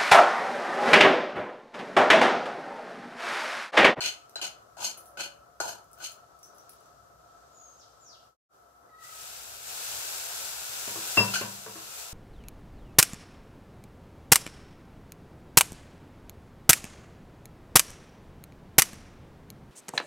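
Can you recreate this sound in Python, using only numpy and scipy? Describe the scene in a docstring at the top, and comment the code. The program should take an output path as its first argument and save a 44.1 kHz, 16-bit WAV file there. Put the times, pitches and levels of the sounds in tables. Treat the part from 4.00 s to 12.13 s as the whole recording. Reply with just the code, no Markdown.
"""A steel spoon taps and scrapes through dry powder in a pan, making the metal ring and the powder crunch.
A gas flame flutters under the pan; far off, a bird whistles and hoarse calls sound.
After a fade to silence, ghee sizzles in the hot pan as steam bubbles burst, and the stirred pan knocks
on its stand. Two spaced microphones hear it all in a small kitchen with hard walls."""
import sys
import numpy as np
from scipy import signal
from scipy.fft import rfft, irfft, next_fast_len
from scipy.io import wavfile
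from scipy.ndimage import map_coordinates

SR = 44100
rng = np.random.default_rng(int(sys.argv[2]) if len(sys.argv) > 2 else 0)


def log_audio(samples):
    """Write samples as a 16-bit WAV file to the path given in sys.argv[1]."""
    # one column per channel
    frames = np.atleast_2d(samples).T
    # limit to full scale, then quantise
    limited = np.clip(frames, -1, 1)
    pcm = np.round(limited * 32767).astype(np.int16)
    wavfile.write(sys.argv[1], SR, pcm)


N = 358533
TIME = np.arange(N) / SR


def amp(db):
    """Turns decibels into a number to multiply by."""
    return 10 ** (np.asarray(db) / 20)


def along(points, hz):
    """Reads between (frequency, value) points, spaced by octaves."""
    f, v = np.transpose(points)
    return np.interp(np.log(hz + 1), np.log(f + 1), v)


def curves(rows):
    """Joins timed rows with straight lines, one curve per column after the time."""
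    times, *columns = np.transpose(rows)
    return [np.interp(TIME, times, column) for column in columns]


def wobble(rate):
    """A smooth curve through `rate` random values a second."""
    return map_coordinates(rng.standard_normal(int(N * rate / SR) + 4), [TIME * rate])


def filtered(x, response):
    """Turns each frequency of x up or down as `response` says."""
    size = next_fast_len(x.shape[-1] + SR // 5)
    return irfft(rfft(x, size) * response(np.fft.rfftfreq(size, 1 / SR)), size)[..., :x.shape[-1]]


def resonances(modes):
    """A filter made of modes, the tones an object likes to ring at."""
    return lambda f: sum((-1) ** k * amp(db) * 1j * f * width / (hz * hz - f * f + 1j * f * width)
                         for k, (hz, width, db) in enumerate(modes))


def coloured(spectrum):
    """A filter that follows (frequency, level) points."""
    return lambda hz: amp(along(spectrum, hz))


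def ring(modes, t, attack_s):
    """Struck tones, each of random strength, dying by 60 dB in t60 seconds."""
    chance_db = rng.standard_normal(len(modes))
    tones = sum(amp(db + extra - 60 * t / t60) * np.sin(2 * np.pi * hz * t)
                for (hz, db, t60), extra in zip(modes, chance_db))
    return (1 - np.exp(-t / attack_s)) * tones


def add(track, start, sound):
    """Mixes a sound in at `start` seconds."""
    part = track[round(start * SR):][:len(sound)]
    part += sound[:len(part)]


# How alike the two microphones sound: f/Hz, likeness (1 = the same)
LIKENESS = [(60, 0.7), (180, 0.77), (550, 0.14), (1650, -0.036), (5000, -0.068), (15000, -0.13)]
def stereo_noise(grain_db, rate):
    """Hiss that flickers at both microphones at once; only its bass is alike in both."""
    noise = rng.standard_normal((2, N)) * amp(grain_db * wobble(rate))
    angle = lambda hz: np.arccos(np.clip(along(LIKENESS, hz), -1, 1)) / 2
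    mid, side = filtered(noise, lambda hz: np.array([np.cos(angle(hz)), np.sin(angle(hz))]))
    return np.array([mid + side, mid - side])


def shaped_noise(response, grain_db, rate):
    """Filtered stereo noise with an average strength (rms) of 1."""
    noise = filtered(stereo_noise(grain_db, rate), response)
    return noise / np.sqrt(np.mean(noise ** 2) + 1e-20)


# How long the kitchen echoes: f/Hz, time to die by 60 dB/s
ECHO_TIMES = [(100, 0.87), (1000, 0.32), (5000, 0.26), (14000, 0.21)]
def room(x, slower=1):
    """Each frequency echoes off the walls for its own time; the room is too small to scatter bass."""
    hz, t, noise = signal.stft(rng.standard_normal((2, SR // 2)), SR, nperseg=256)
    bass_cut = (hz ** 2 / (hz ** 2 + 450 ** 2))[:, None]
    decay = amp(-60 * t / (slower * along(ECHO_TIMES, hz)[:, None]))
    tail = signal.istft(noise * bass_cut * decay, SR, nperseg=256)[1]
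    return signal.fftconvolve(np.atleast_2d(x), tail / np.linalg.norm(tail[0]), axes=1)[:, :N]


# The flame over time: t/s, roar level/dB, rumble level/dB
FLAME_LEVELS = [(0, -59, -73), (1.8, -61, -70), (3.7, -60.5, -72), (4.2, -61.5, -73), (4.6, -63, -77),
                (5.6, -61, -66.5), (7.6, -59, -65), (8.13, -59, -70)]
# Tones of the burner ring: f/Hz, width/Hz, level/dB
BURNER_MODES = [(699.4, 21.6, -7.5), (1315.7, 28.4, -5)]
# Tone colours of the flame's roar, its rumble and the gas hiss: f/Hz, level/dB
ROAR_COLOUR = [(120, -50.5), (200, -16), (637, -4), (695, -6.5), (918, -11.5), (1320, -5.5), (1550, -14.5),
               (2600, -37.5), (3380, -70.5), (5720, -120)]
RUMBLE_COLOUR = [(15, -59), (30, -24), (48, -9.5), (62, 5.5), (80, -9.5), (110, 0.5), (150, -5.5),
                 (260, -17.5), (400, -53)]
HISS_COLOUR = [(1200, -42.5), (2000, -9), (3000, -6.5), (5000, -16), (8500, -6.5), (12000, -2),
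               (14800, -5.5), (15700, -13)]
def burner():
    """The flame flutters in the burner's own tones, over rumble and gas hiss."""
    roar_db, rumble_db = curves(FLAME_LEVELS)
    flutter = shaped_noise(resonances(BURNER_MODES), grain_db=1.5, rate=30)
    roar = amp(-1) * shaped_noise(coloured(ROAR_COLOUR), grain_db=1.5, rate=16)
    rumble = shaped_noise(coloured(RUMBLE_COLOUR), grain_db=1, rate=5.8)
    hiss = shaped_noise(coloured(HISS_COLOUR), grain_db=0.3, rate=8)
    return amp(roar_db - 0.5) * (flutter + roar) + amp(rumble_db) * rumble + amp(-75) * hiss


# The hot pan's seething over time: t/s, level/dB
SEETHE_LEVELS = [(0, -70.5), (1.4, -74.5), (2.4, -71.5), (2.75, -67), (3.15, -73), (3.3, -69.5),
                 (3.75, -67.5), (4.2, -70.5), (4.6, -75)]
# Its tone colour: f/Hz, level/dB
SEETHE_COLOUR = [(1500, -31), (2500, -8), (4000, -2.5), (6000, 0.5), (8300, -4), (9200, -15),
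                 (15700, -26.5)]
def seethe():
    """The hot pan seethes with a faint, high hiss."""
    return amp(curves(SEETHE_LEVELS)[0]) * shaped_noise(coloured(SEETHE_COLOUR), grain_db=0, rate=200)


def note(path, rough, harmonics_db=(0,)):
    """A tone gliding through (time, pitch, level) points; `rough` makes the pitch shake."""
    hz, db = curves(path)
    gate = np.clip(np.minimum(TIME - path[0][0], path[-1][0] - TIME) / 0.003, 0, 1)
    phase = 2 * np.pi * np.cumsum(hz * (1 + rough * wobble(140))) / SR
    return gate * amp(db) * sum(amp(level) * np.sin(k * phase) for k, level in enumerate(harmonics_db, 1))


# The bird's trilled note: t/s, f/Hz, level/dB
WHISTLE_PATH = [(3.51, 7300, -74), (3.574, 6694, -58), (3.62, 6670, -57), (3.68, 6450, -55),
                (3.76, 6440, -77)]
# Its falling notes: t/s, length/s, level/dB
FALLING_NOTES = [(3.77, .065, -59), (4.0, .16, -56.5)]
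def bird():
    """A far bird trills, then sings two falling notes heard only as echo."""
    trill = 1 + 0.68 * np.sin(2 * np.pi * 75 * TIME + wobble(9.2))
    whistle = trill * note(WHISTLE_PATH, rough=0.008)
    sweeps = np.zeros(N)
    for start, length, db in FALLING_NOTES:
        path = [(start, 7500, db - 9), (start + length / 2, 5400, db), (start + length, 2650, db - 12)]
        sweeps += note(path, rough=0.012)
    return amp(-2) * whistle + room(amp(1) * whistle + amp(6.5) * sweeps, slower=1.74)


# Far calls: t/s, length/s, f/Hz, level/dB, list of each harmonic's level/dB
CALLS = [(4.89, 0.367, 650, -57.5, [-20, 5.5, 0.5, -22, -24, -16, -18]), (1.086, .3, 582, -51, [0, -21.5])]
def hoarse_calls():
    """Far calls, mostly echo, swell and fade; a shaky pitch makes them hoarse."""
    calls = np.zeros(N)
    for start, length, hz, db, harmonics_db in CALLS:
        path = [(start, 0.99 * hz, db - 9.5),
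                (start + 0.34 * length, hz, db),
                (start + length, 0.99 * hz, db - 9)]
        calls += note(path, rough=0.017, harmonics_db=harmonics_db)
    return amp(-3.5) * calls + amp(1.5) * room(calls, slower=1.1)


# The sizzle over time: t/s, level/dB
SIZZLE_LEVELS = [(5.07, -50.5), (5.22, -44.5), (5.3, -44), (5.61, -45), (5.7, -39), (5.95, -37.5),
                 (6.98, -38), (7.24, -35), (7.34, -37), (7.46, -42), (7.67, -46), (7.9, -45), (8.0, -41.5),
                 (8.13, -46.5)]
# Tone colours of the high fizz and the low bubbling: f/Hz, level/dB
FIZZ_COLOUR = [(1060, -40), (1800, -13), (2680, -1.5), (3160, -4), (3490, -2), (6520, 0), (7740, 1.5),
               (9280, -4.5), (12000, -3.5), (14500, -5.5), (15700, -10)]
BUBBLE_COLOUR = [(150, -49), (250, -20.5), (356, -11.5), (396, -7), (749, 0), (1190, -5), (1470, 2.5),
                 (2000, -9.5), (2600, -7.5), (3380, -87), (5720, -120)]
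def sizzle():
    """Countless steam bubbles burst in the fat: a grainy fizz over lower bubbling."""
    lands_s, swell_db_per_s = 5.045, 300  # the sound swells until the fat reaches the hot metal
    surge = wobble(7)
    fizz = amp(0.88 * surge) * shaped_noise(coloured(FIZZ_COLOUR), grain_db=1, rate=900)
    bubbling = amp(-10.5 + 0.5 * surge) * shaped_noise(coloured(BUBBLE_COLOUR), grain_db=0, rate=120)
    swell_db = swell_db_per_s * np.minimum(TIME - lands_s, 0)
    return amp(curves(SIZZLE_LEVELS)[0] + swell_db) * (fizz + bubbling)


# Tones of the stove top and of the pan's rim: f/Hz, level/dB, time to die by 60 dB/s
STOVE_MODES = [(109.8, 5.5, 0.39), (138, -6, 0.66), (195.2, 2, 0.64), (219, 6, 0.26)]
RIM_MODES = [(965, -5, .35), (2697, 7, 0.16), (5062, -5, 0.47)]
# Tones of the pan's belly: f/Hz, width/Hz, level/dB
BELLY_MODES = [(385, 148, -4.5), (558, 57, -3.5), (673, 120, -11), (954, 33, -1), (1026, 66, -3.5),
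               (1166, 48, -5.5), (1510, 360, -14)]
# The pan hitting its stand: t/s, stove level/dB, belly level/dB, hum f/Hz, hum level/dB
PAN_KNOCKS = [(6.877, -46.5, -41.5, 406, -51), (6.957, -45.5, -41.5, 331, -40),
              (7.1725, -21.5, -20, 400, -40), (7.412, -34.5, -32.5, 478, -46),
              (7.662, -44.5, -41.5, 443, -42.5), (7.755, -60, -46.5, 324.5, -43.5)]
def knocks():
    """The pan drops on its stand: stove top and rim ring, the belly rattles, the rocking foot hums."""
    out, t = np.zeros(N), np.arange(SR * 3 // 4) / SR
    hardest_db = max(row[2] for row in PAN_KNOCKS)
    for start, stove_db, belly_db, hum_hz, hum_db in PAN_KNOCKS:
        rim_db = -22 + 1.84 * (belly_db - hardest_db)  # soft knocks barely ring the rim
        # The rim chatters, then the pan settles and quiets it.
        rocking_db = 1.5 * wobble(50)[:len(t)] - 9 * np.clip((t - 0.05) / 0.025, 0, 1)
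        add(out, start, amp(stove_db - 12) * ring(STOVE_MODES, t, attack_s=0.011))
        rattle = rng.standard_normal(len(t)) * (amp(-60 * t / 0.25) + 3.5 * amp(-60 * t / 0.01))
        add(out, start, amp(belly_db + 14.5) * filtered(rattle, resonances(BELLY_MODES)))
        add(out, start, amp(rim_db + rocking_db) * ring(RIM_MODES, t, attack_s=0.003))
        add(out, start, amp(hum_db) * ring([(hum_hz, 0, 0.2)], t, attack_s=0.0085))
    return out


# Tones of the small clinking metal: f/Hz, level/dB
CLINK_MODES = [(5800, 3), (6300, -6), (9000, -7), (9600, -8), (10500, 0), (11100, 1.5), (11800, -5.5),
               (14500, 6)]
# Bright clinks: t/s, level/dB, main f/Hz, extra chatter level/dB, time to die by 60 dB/s
CLINK_HITS = [(0.2955, -44.5, 5930, -11, 0.058), (0.975, -38.5, 11000, -4.5, 0.17),
              (1.0575, -44, 9800, -7, 0.22), (1.8437, -53, 7400, -12, 0.07), (1.915, -55, 11200, -6, 0.08),
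              (1.932, -44, 7950, -10, 0.08), (1.9864, -47, 6800, -8, 0.07), (2.12, -40, 6680, -14, 0.065),
              (2.3915, -55, 10800, -5, 0.08), (2.43, -42, 5900, -2, 0.21), (2.5471, -57, 11000, 0, 0.14),
              (2.583, -50.5, 6200, -1.5, 0.14), (2.6943, -40.5, 10400, -8.5, 0.14),
              (2.7344, -50, 11100, -9, 0.08), (2.804, -54, 9100, -6, 0.08), (2.8594, -57, 6440, -1, 0.08)]
def clinks():
    """Small metal ticks, then chatters in the high tones nearest the one struck."""
    out, t = np.zeros(N), np.arange(SR // 4) / SR
    for start, db, main_hz, chatter_db, t60 in CLINK_HITS:
        tick = np.diff(rng.standard_normal(len(t) + 1)) * amp(1 - 60 * t / 0.004)
        metal = resonances([(hz, 90, level - 18 * abs(np.log2(hz / main_hz))) for hz, level in CLINK_MODES])
        burst = rng.standard_normal(len(t)) * amp(-60 * t / t60)
        chatter = filtered(burst, lambda f: metal(f) + 0.058 * (f > 4500))
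        add(out, start, amp(db) * (tick + amp(chatter_db + 11) * chatter))
    return out


def favour(modes, centre_hz, boost_db, tilt_db=0):
    """The spot touched boosts the tones near centre_hz; tilt_db per octave brightens or dulls them."""
    nearness = lambda hz: np.exp(-np.log2(hz / centre_hz) ** 2 / 0.072)
    return [(hz, width, db + tilt_db * np.log2(hz / 4500) + boost_db * nearness(hz))
            for hz, width, db in modes]


# Tones of the steel (spoon and pan wall) and of the pan floor: f/Hz, width/Hz, level/dB
STEEL_MODES = [(2520, 130, -11.5), (2990, 65, -5.5), (4150, 65, -4.5), (4383, 63, -2), (5046, 164, -9),
               (5910, 150, -12.5), (6477, 63, -1.5), (6516, 60, -10.5), (7100, 87, -9), (8150, 100, -11.5),
               (8800, 75, -14), (9750, 100, -21), (10510, 120, -17), (11280, 190, -18), (12700, 90, -19)]
FLOOR_MODES = [(324, 46, -8.5), (435, 77, -7.5), (551, 75, -3.5), (703, 102, 0), (840, 60, -1.5),
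               (974, 55, -2.5), (1243, 55, -6.5), (1458, 71, 0), (1698, 140, -13.5)]
# The spoon tip landing: t/s, level/dB, thud level/dB, ring f/Hz, favoured floor f/Hz
SPOON_TAPS = [(.0064, -19.5, -25.5, 4370, 1480), (.3566, -24, -24.5, 4060, 1580),
              (.414, -24, -29.5, 3015, 747), (.768, -48, -35, 1400, 764), (1.1712, -45, -48, 1475, 1480),
              (1.6017, -18, -18.5, 1430, 1420), (2.002, -45, -52, 3000, 1480),
              (7.338, -19.5, -40.5, 1400, 1450), (7.357, -16.5, -37, 1528, 1500)]
def taps():
    """The spoon lands with a crack of steel, a thud of the pan floor and one short ring."""
    out, t = np.zeros(N), np.arange(SR // 5) / SR
    # The resting spoon muffles the steel: wider modes die sooner.
    steel = resonances([(hz, 1.8 * width, db) for hz, width, db in STEEL_MODES])
    for start, db, thud_db, ring_hz, floor_hz in SPOON_TAPS:
        crack = amp(db + 8 - 60 * t / 0.018) * rng.standard_normal(len(t))
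        thud = amp(thud_db + 8 - 60 * t / 0.015) * rng.standard_normal(len(t))
        add(out, start, filtered(crack, steel))
        add(out, start, filtered(thud, resonances(favour(FLOOR_MODES, floor_hz, boost_db=6))))
        add(out, start, amp(db - 8) * ring([(ring_hz, 0, 0.06)], t, attack_s=0.00026))
    return out


def pressure(t, rise_s, hold_s, climb_db, fall_speed=1):
    """One stroke's push: it climbs, holds, drops as the spoon lifts, then the edge trails lightly."""
    after = np.maximum(t - rise_s - hold_s, 0) * fall_speed
    lift, trail = amp(-300.5 * after), amp(-25 - 109.5 * after)
    return amp(-climb_db * np.clip(1 - t / rise_s, 0, 1)) * (lift + trail)


# Tone colour of crushed powder: f/Hz, level/dB
POWDER_COLOUR = [(1060, -60), (1800, -21), (2990, -4.5), (4450, -20), (5490, -18), (6580, -11),
                 (9540, -22.5), (14300, -20.5), (15700, -36.5)]
# Spoon strokes: t/s, rise/s, hold/s, climb/dB, bright level/dB, dull level/dB,
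# favoured steel f/Hz, boost/dB, tilt/(dB per octave), favoured floor f/Hz
SPOON_STROKES = [(0.015, 0.045, 0.0043, 5, -28.5, -42.5, 2980, -1.5, -3, 1320),
                 (0.367, .003, .002, 2, -49.5, -47.5, 4200, 2, -6, 1480),
                 (0.415, 0.011, 0.023, 2.5, -35.5, -46, 3500, -1, -1, 670),
                 (0.769, 0.081, 0.0032, 28, -30, -41, 6200, 4, 1.5, 890),
                 (1.171, 0.035, 0.029, 13, -39, -44.5, 2740, 9, -.5, 1440),
                 (1.607, 0.0031, 0.097, 1.5, -42.5, -39.5, 6000, 3.5, 3.5, 910),
                 (1.97, 0.074, 0.0023, 36, -35.5, -47.5, 6740, 2, 1.5, 1310),
                 (7.334, 0.0092, 0.011, 8, -28, -41, 5100, 1.3, 0.2, 1640)]
def scrape():
    """Tiny slips of the spoon's edge shake the steel, pan floor and stove top, while powder crunches."""
    slips = stereo_noise(grain_db=3, rate=250)
    crunch = stereo_noise(grain_db=3.5, rate=500)
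    stove = resonances([(hz, 18, db) for hz, db, _ in STOVE_MODES])
    out, t = np.zeros((2, N)), np.arange(SR * 2 // 5) / SR
    for (start, rise_s, hold_s, climb_db, bright_db, dull_db,
         steel_hz, boost_db, tilt_db, floor_hz) in SPOON_STROKES:
        span = slice(round(start * SR), round(start * SR) + len(t))
        bright = amp(bright_db) * pressure(t, rise_s, hold_s, climb_db)
        # The dull floor sound peaks sooner and dies more slowly.
        dull = amp(dull_db) * pressure(t, 0.65 * rise_s, 0.65 * hold_s, 0.51 * climb_db, fall_speed=0.65)
        steel = resonances(favour(STEEL_MODES, steel_hz, boost_db, tilt_db))
        floor = resonances(favour(FLOOR_MODES, floor_hz, boost_db=6))
        powder = lambda f: amp(along(POWDER_COLOUR, f) + tilt_db * np.log2((f + 1) / 4500))
        out[:, span] += amp(15) * filtered(bright * slips[:, span], steel)  # filtered last, so it rings on
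        out[:, span] += amp(9.5) * bright * filtered(crunch[:, span], powder)
        out[:, span] += filtered(dull * slips[:, span], lambda f: amp(14) * floor(f) + amp(-0.5) * stove(f))
    return out


def scene():
    """Mixes every source; the hits and scrapes echo in the kitchen."""
    hits = taps() + clinks() + knocks()
    near = np.array([hits, np.roll(hits, 5)]) + scrape()  # hits reach the right microphone a little late
    echo = amp(-2.5) * room(hits) + amp(-7.5) * room(near)
    return near + echo + sizzle() + burner() + seethe() + bird() + hoarse_calls()


# How much louder the left microphone is than the right: f/Hz, level/dB
LEFT_LEAD = [(60, 0), (180, 1), (550, 3), (1650, 3.5), (5000, 2), (15000, 3.5)]
def record(dry):
    """Two unequal microphones; the sound fades out and back in, and the highest treble is cut."""
    silent_from_s, silent_to_s, fade_out_s, fade_in_s = 4.368, 4.488, 0.1, 0.06
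    top_hz = 15820
    ramps = np.maximum((silent_from_s - TIME) / fade_out_s, (TIME - silent_to_s) / fade_in_s)
    fade = np.clip(ramps, 0, 1) ** 1.34
    balance = lambda hz: amp(np.outer([0.5, -0.5], along(LEFT_LEAD, hz)))
    treble_cut = lambda hz: np.clip((top_hz - hz) / 150, 0, 1) ** 2
    return filtered(amp(1.5) * dry * fade, lambda hz: balance(hz) * treble_cut(hz))


dry = scene()
out = record(dry)
log_audio(out)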